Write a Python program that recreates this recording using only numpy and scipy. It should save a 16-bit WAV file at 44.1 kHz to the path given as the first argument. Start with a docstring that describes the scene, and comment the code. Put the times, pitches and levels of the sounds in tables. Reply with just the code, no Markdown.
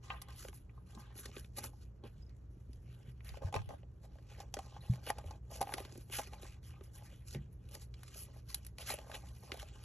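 """A small dog chews a cardboard tube, lying on cushions in a wooden kennel a metre from a phone.
Paper fibres tear in dense crackle, teeth snap through the wall and the air in the tube rings.
The body thuds against the boards, something squeaks faintly, a hand briefly bumps the phone.
The room rumbles under a mains hum. Stereo: the phone's two microphone ports."""
import sys
import numpy as np
from scipy import signal
from scipy.fft import rfft, irfft, next_fast_len
from scipy.io import wavfile
from scipy.ndimage import uniform_filter1d

SR = 44100
rng = np.random.default_rng(int(sys.argv[2]) if len(sys.argv) > 2 else 0)


def dump_mix(stems):
    """Bounce the given channels to the path in sys.argv[1] as a 16-bit WAV at rate SR."""
    frames = np.atleast_2d(stems).T  # one column per channel
    limited = np.clip(frames, -1, 1)  # hard clip at full scale
    pcm = np.round(limited * 32767).astype(np.int16)
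    wavfile.write(sys.argv[1], SR, pcm)


N = 433944

# spectrum of dry flakes breaking: f/Hz, level/dB
FLAKE_SPECTRUM = [(8000, -22.5), (9300, -3), (11000, 0.5), (12000, -8), (13000, -53.5), (15000, -40)]
ANTIPHASE = np.array([[1], [-1]])  # left, right


def undb(db):
    return 10 ** (np.asarray(db) / 20)


def level(x, rms_db=0):
    return x * undb(rms_db) / np.sqrt(np.mean(x ** 2))


def colour(x, points):
    """Minimum-phase filter through (f/Hz, gain/dB) points; falls 30 dB past the ends."""
    hz, db = np.transpose(points)
    log_grid = np.log(np.maximum(np.fft.rfftfreq(4096, 1 / SR), 1))
    log_hz = np.log(np.r_[hz[0] / 4, hz, hz[-1] * 1.3])
    gain_db = np.interp(log_grid, log_hz, np.r_[db[0] - 30, db, db[-1] - 30])
    cepstrum = irfft(np.log(undb(gain_db)))
    cepstrum[1:2048] *= 2
    cepstrum[2049:] = 0
    return signal.fftconvolve(x, irfft(np.exp(rfft(cepstrum))))[:len(x)]


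def ring(x, hz, t60_s):
    """One decaying mode, driven by x."""
    pole = np.exp(2j * np.pi * hz / SR - np.log(1000) / (t60_s * SR))
    return signal.lfilter([1], [1, -pole], x).imag


def walk(rate_hz):
    """Random steps, smoothed twice."""
    hold = int(SR / rate_hz)
    steps = np.repeat(rng.standard_normal(N // hold + 1), hold)
    return 2.02 * uniform_filter1d(uniform_filter1d(steps, hold), hold)[:N]


def room():
    """Low rumble of the house, nearly alike at both ports, and a wavering mains hum."""
    # rumble spectrum: f/Hz, level/dB
    rumble_spectrum = [(30, -21), (42, -4.5), (60, 2.5), (100, -5), (160, -13.5), (250, -22.5),
                       (400, -24.5), (700, -36.5), (1500, -44.5), (3000, -59.5), (7000, -60.5),
                       (11000, -85), (13000, -66.5)]
    # mains harmonics: f/Hz, rms level/dB
    harmonics = [(60, -59.5), (120, -59.5), (180, -74)]
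    mid, side = (level(colour(rng.standard_normal(N), rumble_spectrum), -54) for _ in range(2))
    side = signal.sosfilt(signal.butter(2, 260, "high", fs=SR, output="sos"), side) * undb(-3.5)
    t = np.arange(N) / SR
    hum = sum(np.sqrt(2) * undb(db + 1.13 * walk(13)) * np.sin(2 * np.pi * hz * t + 0.32 * walk(9.7))
              for hz, db in harmonics)
    return mid + hum + (side + undb(-35) * hum) * ANTIPHASE


def pulls():
    """Gains of wall, skin, flakes and tube: each pull rises, holds and fades over steady rubbing."""
    # pulls of the teeth: t/s, hold/s, wall level/dB, then re wall: skin/dB, tube/dB, flakes/dB
    tears = [(0.041, 0.091, -70, -0.5, 2, -2.5), (0.1, 0.4, -74.5, -12, 0.5, -7),
             (0.102, 0.063, -60, -27, 1.5, -13), (0.307, 0.18, -71.5, 2, -10, 6.5),
             (0.295, 0.027, -70.5, -3, 11, -8), (0.382, 0.057, -68, 8.5, -16, 10.5),
             (0.543, 0.04, -74, 2.5, -12, 11.5), (0.7, 0.12, -86, -16, 7, -2),
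             (0.871, 0.053, -76.5, 1.5, -15, 1), (0.898, 0.24, -72.5, -15, 2, -14),
             (0.947, 0.014, -78.5, 8.5, -3, 11), (1, 0.0055, -64.5, 4, 4.5, 4),
             (1.06, 0.067, -75.5, -9, 1, -14), (1.242, 0.0046, -59, -2.5, -6, -2),
             (1.282, 0.0057, -67.5, 3, 6, -4), (1.166, 0.03, -64.5, 3.5, 0, 7.5),
             (1.17, 0.24, -89, -1, 1, -2), (1.339, 0.04, -63, 1, -7, -0.5), (1.372, 0.086, -74.5, 0, 0, 2),
             (1.576, 0.0083, -59, 5.5, -1, 7), (1.577, 0.1, -70.5, -7, 11, -3),
             (1.634, 0.024, -57.5, -0.5, 1.5, 5), (1.73, 0.13, -83, 0, -8, 1.5),
             (1.82, 0.01, -78, 5.5, -5, 4), (2.046, 0.011, -69.5, -12, 15, -15),
             (2.047, 0.18, -81.5, -4, -4, -2.5), (2.288, 0.011, -81, -6, -12, -12),
             (2.709, 0.061, -84, 0.5, -1, 3.5), (2.862, 0.23, -78.5, -7, 2, -4),
             (2.988, 0.043, -78, -3.5, -11, -2), (3.258, 0.12, -68, -3.5, -7, -0.5),
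             (3.421, 0.061, -68, 0, 14, -2.5), (3.542, 0.057, -65, -4, 11, -12),
             (3.572, 0.22, -76.5, -16, 0, -8), (3.698, 0.037, -75.5, 0, 15, 0),
             (4.034, 0.29, -82.5, -2, 4.5, -4), (4.042, 0.011, -77.5, 6, 14.5, 10),
             (4.304, 0.11, -66, -3.5, 1.5, -8), (4.416, 0.054, -80, 0, 10, -2),
             (4.553, 0.11, -71.5, 1, -4, 1), (4.585, 0.18, -71.5, 0, 6.5, -8),
             (4.823, 0.13, -71.5, -2, 4.5, 0.5), (5.041, 0.04, -64, 1, -8, -4),
             (4.897, 0.31, -73.5, -1, 7, -6), (5.067, 0.024, -52, -3.5, 0, -1),
             (5.1, 0.26, -76.5, -2.5, 10, -5), (5.302, 0.024, -69, -4.5, 2, -7),
             (5.434, 0.054, -84.5, -1, 7, 2), (5.515, 0.069, -63.5, 4, 8.5, 7.5),
             (5.611, 0.2, -65, -1.5, 7.5, 6), (5.717, 0.2, -69, -4, 2.5, -10), (5.75, 0.27, -74, 2, -3, -4),
             (5.855, 0.32, -86, 4, -5, 13), (6.106, 0.29, -73, -4, 5.5, -5),
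             (6.132, 0.036, -55.5, 2.5, -8, 10), (6.189, 0.027, -53, -2, -11, 2),
             (6.237, 0.039, -59, -2.5, -11, -5), (6.33, 0.24, -72, -3.5, -4, -6),
             (6.425, 0.0089, -64, 0, 6, 7.5), (6.452, 0.019, -66.5, 0.5, 4, -13),
             (6.64, 0.039, -72, 3, -13, 5), (6.695, 0.19, -76, -7.5, 2.5, -6),
             (6.838, 0.034, -74.5, 2, -17, 9.5), (6.947, 0.0088, -75, 13, -8, 18.5),
             (6.953, 0.21, -72.5, -5, 2, -2), (7.036, 0.39, -77.5, -9, -1, -4),
             (7.05, 0.019, -68.5, 1.5, -6, 4), (7.274, 0.065, -70.5, 9, -18, 10),
             (7.315, 0.16, -81.5, -16, 5, -10), (7.346, 0.024, -65.5, -7, 13.5, -20),
             (7.523, 0.012, -89, -4, -2, 14), (7.652, 0.18, -77, -3, 3, -2),
             (7.74, 0.012, -62, 3.5, 2.5, 6.5), (7.815, 0.009, -70, 7, -10, 10),
             (7.96, 0.36, -76, -3, -5, -8), (8.04, 0.18, -72, 1.5, -13, 1),
             (8.145, 0.25, -73, -2.5, 0, -13), (8.162, 0.072, -70.5, 11, 5, 15.5),
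             (8.347, 0.038, -73.5, -1, 8.5, 6.5), (8.47, 0.22, -75.5, 0, -1, 3),
             (8.497, 0.032, -61.5, 1.5, -5.5, 4), (8.803, 0.03, -61.5, -1.5, 2.5, -1),
             (8.866, 0.056, -56, 3.5, -11, 3), (8.89, 0.033, -49, -3.5, -4, 0.5),
             (8.98, 0.14, -72.5, -3, 8, -3), (9.098, 0.21, -71.5, 1.5, 7, -0.5),
             (9.143, 0.0085, -52, -6, 1, -4), (9.334, 0.28, -76.5, 3, 0, 8), (9.435, 0.15, -70, 0.5, 5, 0),
             (9.544, 0.22, -68, -5, -1, -12), (9.598, 0.022, -61, 1.5, -19, -0.5),
             (9.746, 0.14, -69.5, 0, 2.5, -1.5)]
    rise_db_per_s, fall_db_per_s, rub_db = 819, 501, -90.5
    t = np.arange(0, N + 64, 64) / SR
    start_s, hold_s, wall_db, skin_db, tube_db, flakes_db = np.transpose(tears)[:, :, None]
    ramps_db = np.minimum((t - start_s) * rise_db_per_s, (start_s + hold_s - t) * fall_db_per_s)
    pull_db = wall_db + np.minimum(0, ramps_db)
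    gains = []
    for layer_db, rub_offset_db in ((0, 0), (skin_db, -0.5), (flakes_db, -0.5), (tube_db, -15)):
        power = np.sum(undb(pull_db + layer_db) ** 2, axis=0) + undb(rub_db + rub_offset_db) ** 2
        gains.append(np.interp(np.arange(N) / SR, t, np.sqrt(power)))
    return np.array(gains)


def fibres(per_s, spread_db, hiss_db, tail_s):
    """Fibres break at random, few of them strongly, each with a short noisy tail over a rubbing hiss."""
    breaks = (rng.random(N) < per_s / SR) * undb(spread_db * np.minimum(rng.exponential(size=N), 4))
    swell = signal.lfilter([1], [1, -np.exp(-1 / (tail_s * SR))], breaks)
    return (level(swell) + undb(hiss_db)) * rng.standard_normal(N)


def patches(x, low_hz, bands, depth_db, rate_hz):
    """A bent sheet rings now here, now there: third-octave bands swell and fade independently."""
    out = np.zeros(N)
    for k in range(bands):
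        edges_hz = low_hz * 2 ** (k / 3 + np.array([-1, 1]) / 6)
        band = signal.sosfilt(signal.butter(2, edges_hz, "band", fs=SR, output="sos"), x)
        out += (-1) ** k * band * undb(depth_db * walk(rate_hz))
    return level(out)


def tube(x, grip_hz, falloff_db_per_oct, detune=0):
    """Tube modes, neighbours in opposite phase; the grip damps those far from one pitch."""
    # air column and wall modes: f/Hz, level/dB, t60/s
    modes = [(237, 1, 0.051), (328.4, -6, 0.09), (385.7, -8, 0.065), (558.2, -4, 0.047), (660, -10, 0.063),
             (830.7, -2.5, 0.047), (940, -9, 0.056), (1053.6, -6, 0.053), (1233, -10, 0.064),
             (1564, -8, 0.055)]
    tuning = np.ones(len(modes)) + detune
    out = np.zeros(len(x))
    for k, (hz, db, t60_s) in enumerate(modes):
        drive = x * undb(db - falloff_db_per_oct * np.abs(np.log2(hz / grip_hz)))
        out += (-1) ** k * ring(drive, hz * tuning[k], t60_s) / np.sqrt(t60_s)
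    return out


def creases(low_hz, high_hz):
    """Small panels buckle at random, each ringing briefly at its own sliding pitch."""
    per_s, decay_cycles, spread_db, span = 300, 8, 2.5, 700
    when, pitch, size, slide = rng.random((3000, 4))[:int(per_s * N / SR)].T[:, :, None]
    t = np.arange(span) / SR
    cycles = low_hz * (high_hz / low_hz) ** pitch * t
    envelope = cycles * np.exp(-cycles / decay_cycles) * (1 - np.arange(span) / span)
    gain = undb(-spread_db * np.log(np.maximum(size, 0.02)))
    grains = gain * envelope * np.sin(2 * np.pi * cycles * (1 + 6.7 * (slide - 0.5) * t))
    index = (when * N).astype(int) + np.arange(span)
    return level(np.bincount(index.ravel(), grains.ravel(), N + span)[:N], -6)


def tearing():
    """Crackle of the thick wall, its peeling paper skin and dry flakes, also heard through the tube."""
    # card wall spectrum: f/Hz, level/dB
    wall_spectrum = [(900, -14), (1400, 2.5), (1900, -0.5), (3000, 4.5), (4300, -8), (5200, -12.5)]
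    # paper skin spectrum: f/Hz, level/dB
    skin_spectrum = [(4200, -0.5), (5300, 2), (8500, 3.5), (9500, -16)]
    # ring pitch favoured by the grip of the jaws: t/s, f/Hz
    grip = [(0, 1070), (1.05, 1180), (1.25, 410), (2.9, 430), (3.3, 640), (6.45, 640), (6.66, 1240),
            (6.8, 1230), (6.83, 400), (6.95, 685), (7.1, 670), (7.14, 377), (7.5, 370), (8.7, 654)]
    wall_gain, skin_gain, flake_gain, tube_gain = pulls() * undb(0.83 * walk(15))  # uneven jaws
    fine = fibres(per_s=320, spread_db=3.2, hiss_db=2, tail_s=0.0018) * undb(1.8 * walk(40))
    coarse = fibres(per_s=92, spread_db=2, hiss_db=-3.5, tail_s=0.0017)
    wall = patches(colour(fine, wall_spectrum), low_hz=1000, bands=8, depth_db=3, rate_hz=30)
    decorrelated = fine * rng.choice([-1, 1], N)
    skin = patches(colour(decorrelated, skin_spectrum), low_hz=3730, bands=4, depth_db=2, rate_hz=31)
    flakes = patches(colour(fine, FLAKE_SPECTRUM), low_hz=10750, bands=3, depth_db=2, rate_hz=34)
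    grip_hz = np.interp(np.arange(N) / SR, *np.transpose(grip))
    hollow = tube(coarse, grip_hz, falloff_db_per_oct=11.5)
    hollow /= np.sqrt(uniform_filter1d(hollow ** 2, size=SR // 2))  # grip moves pitch, not strength
    wall += creases(1088, 4315)
    skin += creases(4007, 7800)
    return wall_gain * wall + skin_gain * skin + flake_gain * flakes + tube_gain * hollow


def snaps():
    """Each bite is a noise burst of milliseconds, coloured by the card, and a knock on the tube."""
    # teeth through the card: t/s, level/dB, crack f/Hz, relative ring/dB, ring f/Hz, relative crisp/dB
    bites = [(0.1021, -33.5, 2660, 0, 1140, -58), (0.2162, -42, 3800, -10, 1180, -7.5),
             (0.219, -44, 6500, -13, 1180, -3), (0.285, -49, 1310, -4.5, 1090, -15),
             (0.427, -50, 2360, -7, 353, -19), (0.449, -48.5, 1430, 6, 495, -26),
             (0.484, -41.5, 2380, -5.5, 410, -12), (0.529, -54.5, 2300, 0.5, 930, -27),
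             (0.6943, -59.5, 2140, -21, 388, -70), (0.7765, -69, 1340, 13, 1110, -29),
             (0.9493, -51, 6800, -4, 358, -20), (0.974, -58, 1670, 9, 1050, -21),
             (1.1886, -45.5, 2320, -6, 390, -14), (1.154, -52, 3000, -1.5, 347, -13),
             (1.2557, -37.5, 2160, -8.5, 393, -10), (1.3148, -53, 2250, -12, 361, -25),
             (1.3656, -40.5, 2700, 0, 390, -38), (1.3955, -46.5, 5700, -23, 447, -5),
             (1.4455, -51.5, 2840, -10, 385, -29), (1.565, -48, 2910, -30, 388, -8),
             (1.584, -37.5, 2900, -3, 750, -4), (1.6267, -60, 2350, -1, 580, -6),
             (1.6399, -34.5, 6100, -9.5, 880, -9.5), (1.7336, -69, 1630, 13, 830, -22),
             (2.038, -52.5, 3300, 2.5, 830, -25), (2.294, -60, 4600, -18, 380, -17),
             (2.731, -56.5, 4500, -8, 377, -6), (3.2053, -54.5, 2300, -28, 412, -46),
             (3.2456, -52, 2300, -17, 1210, -1.5), (3.2905, -42.5, 4000, -22, 912, -13),
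             (3.303, -54, 2470, -18, 912, -43), (3.3412, -55, 2160, 8, 870, -24),
             (3.3707, -50.5, 2190, 7, 575, -16), (3.4203, -57, 1450, 17, 557, -18),
             (3.4638, -55, 1650, -1, 850, -17), (3.5256, -46.5, 3120, 7.5, 880, -11),
             (3.541, -33, 2800, 3, 820, -20), (3.5524, -38, 2610, 7, 493, -15),
             (3.5615, -34.5, 2740, 4.5, 910, -16.5), (3.5905, -45, 1640, -8, 860, -29),
             (3.617, -53, 1480, 1, 870, -16), (3.69, -46, 2760, 3, 630, -12),
             (3.7056, -50.5, 1450, 7, 850, -48), (3.831, -61.5, 2770, 8, 600, -49),
             (4.154, -65, 1400, 12.5, 630, -14), (4.185, -59.5, 2000, 2, 644, -21),
             (4.4018, -43, 5800, 1, 830, -15), (4.5403, -28.5, 6000, -10, 795, -14.5),
             (4.568, -38.5, 1680, 2.5, 480, -23), (4.5892, -41, 1450, 4.5, 810, -13),
             (4.764, -56.5, 1540, 14.5, 870, -35), (4.935, -46.5, 2400, -3, 700, -13),
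             (5.0715, -40.5, 1350, 4.5, 630, -26), (5.1015, -25.5, 1980, 1.5, 780, -12.5),
             (5.1838, -42, 1300, 3, 770, -9), (5.241, -57.5, 2000, 11, 485, -29),
             (5.3084, -48.5, 5740, 5.5, 800, -16), (5.5119, -51, 6080, -10, 650, -3),
             (5.6073, -42.5, 5840, 7, 855, -11), (5.6126, -32.5, 2540, 8.5, 780, -5),
             (5.618, -37.5, 2560, 7, 830, -12), (5.6255, -38.5, 2300, 6, 830, -6),
             (5.671, -48, 2280, 9.5, 810, -30), (5.691, -45.5, 1540, 9, 874, -31),
             (5.7216, -43.5, 1690, 6.5, 856, -30), (5.738, -27, 1450, -12.5, 366, -9.5),
             (5.781, -38, 2130, 2.5, 870, -13.5), (5.8015, -43.5, 2800, 4.5, 427, -8),
             (5.85, -43, 1620, -5, 363, -17), (5.9228, -49.5, 6360, -1, 366, -15),
             (5.955, -53.5, 1420, 6.5, 375, -21), (5.976, -48, 6830, 3, 356, -7),
             (6.098, -52.5, 1320, 3, 398, -28), (6.124, -41, 1400, -22, 840, -13),
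             (6.1725, -51, 5300, -9, 800, -12), (6.1865, -34.5, 1440, 0.5, 755, -16),
             (6.1934, -37.5, 1570, 6.5, 750, -7), (6.2714, -46, 2780, -5, 380, -12),
             (6.319, -59, 3000, -15, 800, -12), (6.3338, -44.5, 2470, 0.5, 800, -23),
             (6.341, -51, 2900, -2, 830, -15), (6.43, -49, 2250, 1, 386, -10),
             (6.809, -56.5, 1310, 10, 383, -31), (6.995, -64, 2500, 5, 716, -25),
             (7.021, -61, 2500, 8, 690, -25), (7.308, -44, 5500, -34, 498, -10),
             (7.347, -38.5, 2460, -0.5, 426, -26), (7.6523, -67, 3700, -14, 400, -10),
             (7.688, -54, 2680, -7, 360, -9), (7.711, -52, 6500, -10, 500, -7),
             (7.719, -54, 5500, -3, 603, -8), (7.7514, -42, 3020, -6.5, 604, -5.5),
             (7.9397, -50, 3730, -32, 377, -22), (8.032, -44.5, 1610, -26, 382, -11.5),
             (8.157, -54, 6600, 0, 596, -21), (8.501, -51, 2980, -18, 686, -15),
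             (8.5441, -28, 3960, -25, 805, -4.5), (8.648, -49.5, 3780, -20, 377, -3),
             (8.665, -44, 3860, -33, 393, -2), (8.7832, -39, 2980, -15, 610, -12),
             (8.8732, -42, 2470, -21, 727, -6), (8.9014, -31, 3950, -3, 870, -16),
             (8.922, -37, 2200, -15, 850, -7), (8.9385, -38, 2940, 1, 590, 0.5),
             (8.987, -41.5, 2670, 0, 630, -16), (9.096, -58.5, 2120, 16.5, 656, -29),
             (9.115, -40, 1550, -19, 525, -18), (9.1431, -37.5, 2590, -20, 549, -27),
             (9.434, -54, 1560, -4, 389.5, -5), (9.5181, -31, 2620, -10, 373, -25),
             (9.541, -47, 1410, 6.5, 625, -11), (9.5718, -50, 2960, -26, 802, -4),
             (9.6273, -44.5, 1600, 1.5, 630, -11)]
    attack_s, contact_s, grit, span = 0.00081, 0.00012, 0.15, SR // 12
    out, t = np.zeros(N + span), np.arange(span) / SR
    for start_s, db, hz, ring_db, ring_hz, crisp_db in bites:
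        noise = rng.standard_normal(span)
        t60_s = np.clip(0.019 * np.exp(0.2 * noise[-1]), 0.004, 0.2)
        burst = noise * np.exp(-np.log(1000) * t / t60_s) * np.minimum(t / attack_s, 1)
        spectrum = [(hz / 3.5, -13), (hz / 1.25, -4), (hz, 0), (hz * 1.2, -4),
                    (max(hz * 1.4, 9500), crisp_db)]
        crack = colour(burst, spectrum)
        flakes = colour(burst, FLAKE_SPECTRUM)
        knock = np.sign(noise[0]) * t / contact_s * np.exp(1 - t / contact_s) + grit * burst
        hollow = tube(knock, ring_hz, falloff_db_per_oct=23, detune=0.026 * noise[-12:-2])
        i = int(start_s * SR)
        for part, part_db in ((crack, 1.5), (flakes, crisp_db + 7), (hollow, ring_db - 0.5)):
            out[i:i + span] += undb(db + part_db) * part / np.abs(part).max()
    return out[:N]


def soft_blows(blows):
    """A soft push of about a cycle and a half rings a main mode and three neighbours."""
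    modes = ((1.07, 17), (0.68, -12), (1.46, 9.5), (1.7, 6.5))  # frequency ratio, level/dB
    span = SR // 2
    out = np.zeros(N + span)
    for start_s, peak_db, hz, t60_s in blows:
        cycles = np.arange(span) * hz / SR
        push = np.sin(np.pi * np.minimum(cycles / 1.42, 1)) ** 2 * np.cos(2 * np.pi * cycles)
        blow = sum(undb(db) * ring(push, hz * ratio, t60_s) for ratio, db in modes)
        i = int(start_s * SR)
        out[i:i + span] += undb(peak_db) * blow / np.abs(blow).max()
    return out[:N]


def body_thuds():
    """The cushion gives and springs back, the boards ring; the right port hears it first."""
    # body against cushion and boards: t/s, peak level/dB, push f/Hz, t60/s
    thuds = [(0.968, -44.5, 207, 0.094), (2.505, -56.5, 258, 0.032), (2.569, -50.5, 263, 0.021),
             (2.676, -46, 87, 0.14), (2.693, -48.5, 235, 0.05), (2.18, -49, 131, 0.08),
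             (2.861, -43.5, 117, 0.23), (3.078, -40.5, 119, 0.11), (3.441, -28.5, 86, 0.16),
             (3.558, -33, 92.8, 0.26), (4.786, -43, 117, 0.14), (4.894, -20.5, 116.3, 0.14),
             (5.252, -37.5, 81.8, 0.24), (6.185, -44.5, 245, 0.091), (7.351, -35, 131, 0.29),
             (7.353, -48, 320, 0.14)]
    left_lag_s, left_db = 0.00006, 0.5
    t = np.arange(N) / SR
    right = soft_blows(thuds)
    left = np.interp(t - left_lag_s, t, right) * undb(left_db)
    return np.array([left, right])


def squeaks():
    """Faint thin whistles bend through three pitches; their level flutters."""
    # squeaks: t/s, length/s, level/dB, start f/Hz, middle f/Hz, end f/Hz
    glides = [(2.215, .035, -73, 4900, 5100, 5450), (2.258, .024, -76, 5300, 5050, 4950),
              (4.806, .012, -73, 4300, 4000, 3850), (4.817, .014, -64, 4250, 4350, 4350),
              (4.848, .012, -71, 4100, 4200, 4150), (4.868, .02, -69, 4100, 3900, 4050)]
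    out = np.zeros(N)
    for start_s, length_s, db, *path_hz in glides:
        progress = np.arange(int(length_s * SR)) / (length_s * SR)
        tone = np.sin(2 * np.pi * np.cumsum(np.interp(progress, [0, 0.5, 1], path_hz)) / SR)
        i = int(start_s * SR)
        out[i:i + len(tone)] = undb(db) * np.sin(np.pi * progress) * tone
    return out * undb(7.4 * walk(300))


def hand_bumps():
    """A hand knocks the phone: low bumps, opposite at the two ports."""
    # hand on phone: t/s, peak level/dB, push f/Hz, t60/s
    bumps = [(3.312, -43, 80, 0.1), (3.342, -48, 80, 0.089), (3.445, -47, 120, 0.05),
             (3.562, -37, 117, 0.1), (3.595, -36, 111, 0.096), (3.672, -39, 101, 0.09)]
    return soft_blows(bumps) * ANTIPHASE


def kennel_tail(x):
    """The walls add a short dull tail, one part alike and one opposite at the ports."""
    # stereo width of the tail: t/s, side level re mid/dB
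    width = [(0, 11.5), (0.5, 0), (0.7, 6), (1.1, 7), (1.3, -3), (3.15, 5), (3.25, 4.5), (3.75, 10),
             (3.85, -2), (9.84, 0.5)]
    t60_s, delay_s, tail_db = 0.068, 0.0015, -16
    t = np.arange(SR // 4) / SR
    fade = np.exp(-np.log(1000) * t / t60_s) * (t > delay_s)
    responses = signal.lfilter([1], [1, -0.5], rng.standard_normal((2, len(t)))) * fade
    mid, side = (signal.fftconvolve(x, h / np.sqrt(np.sum(h ** 2)))[:N] for h in responses)
    side_db = np.interp(np.arange(N) / SR, *np.transpose(width))
    return undb(tail_db) * (mid + undb(side_db) * side * ANTIPHASE)


def scene():
    chewing = tearing() + snaps() + squeaks()
    return chewing + kennel_tail(chewing) + body_thuds() + hand_bumps() + room()


def record(dry):
    """The ports hear the treble at different moments and differ in two bands; the top is cut."""
    # lead of left port over right: f/Hz, phase/rad
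    port_lead = [(30, 0), (1900, .15), (2800, .8), (3900, .9), (4550, 1.8), (5300, 5), (5750, 6.2),
                 (6200, 6.4), (9600, 9.9), (12200, 12.2), (14600, 13.2)]
    cutoff_hz = 14900
    size = next_fast_len(N + SR)
    hz = np.fft.rfftfreq(size, 1 / SR)
    lead_rad = np.interp(hz, *np.transpose(port_lead))
    # the housing shades the left port
    shade_db = -3 * np.exp(-((hz - 4900) / 500) ** 2) - 1.5 * np.exp(-((hz - 400) / 300) ** 2)
    response = np.exp(0.5j * lead_rad * ANTIPHASE) * undb(0.5 * shade_db * ANTIPHASE)
    ports = irfft(rfft(dry, size) * response, size)[:, :N]
    return signal.sosfilt(signal.ellip(8, 0.2, 70, cutoff_hz, fs=SR, output="sos"), ports)


dry = scene()
out = record(dry)
dump_mix(out)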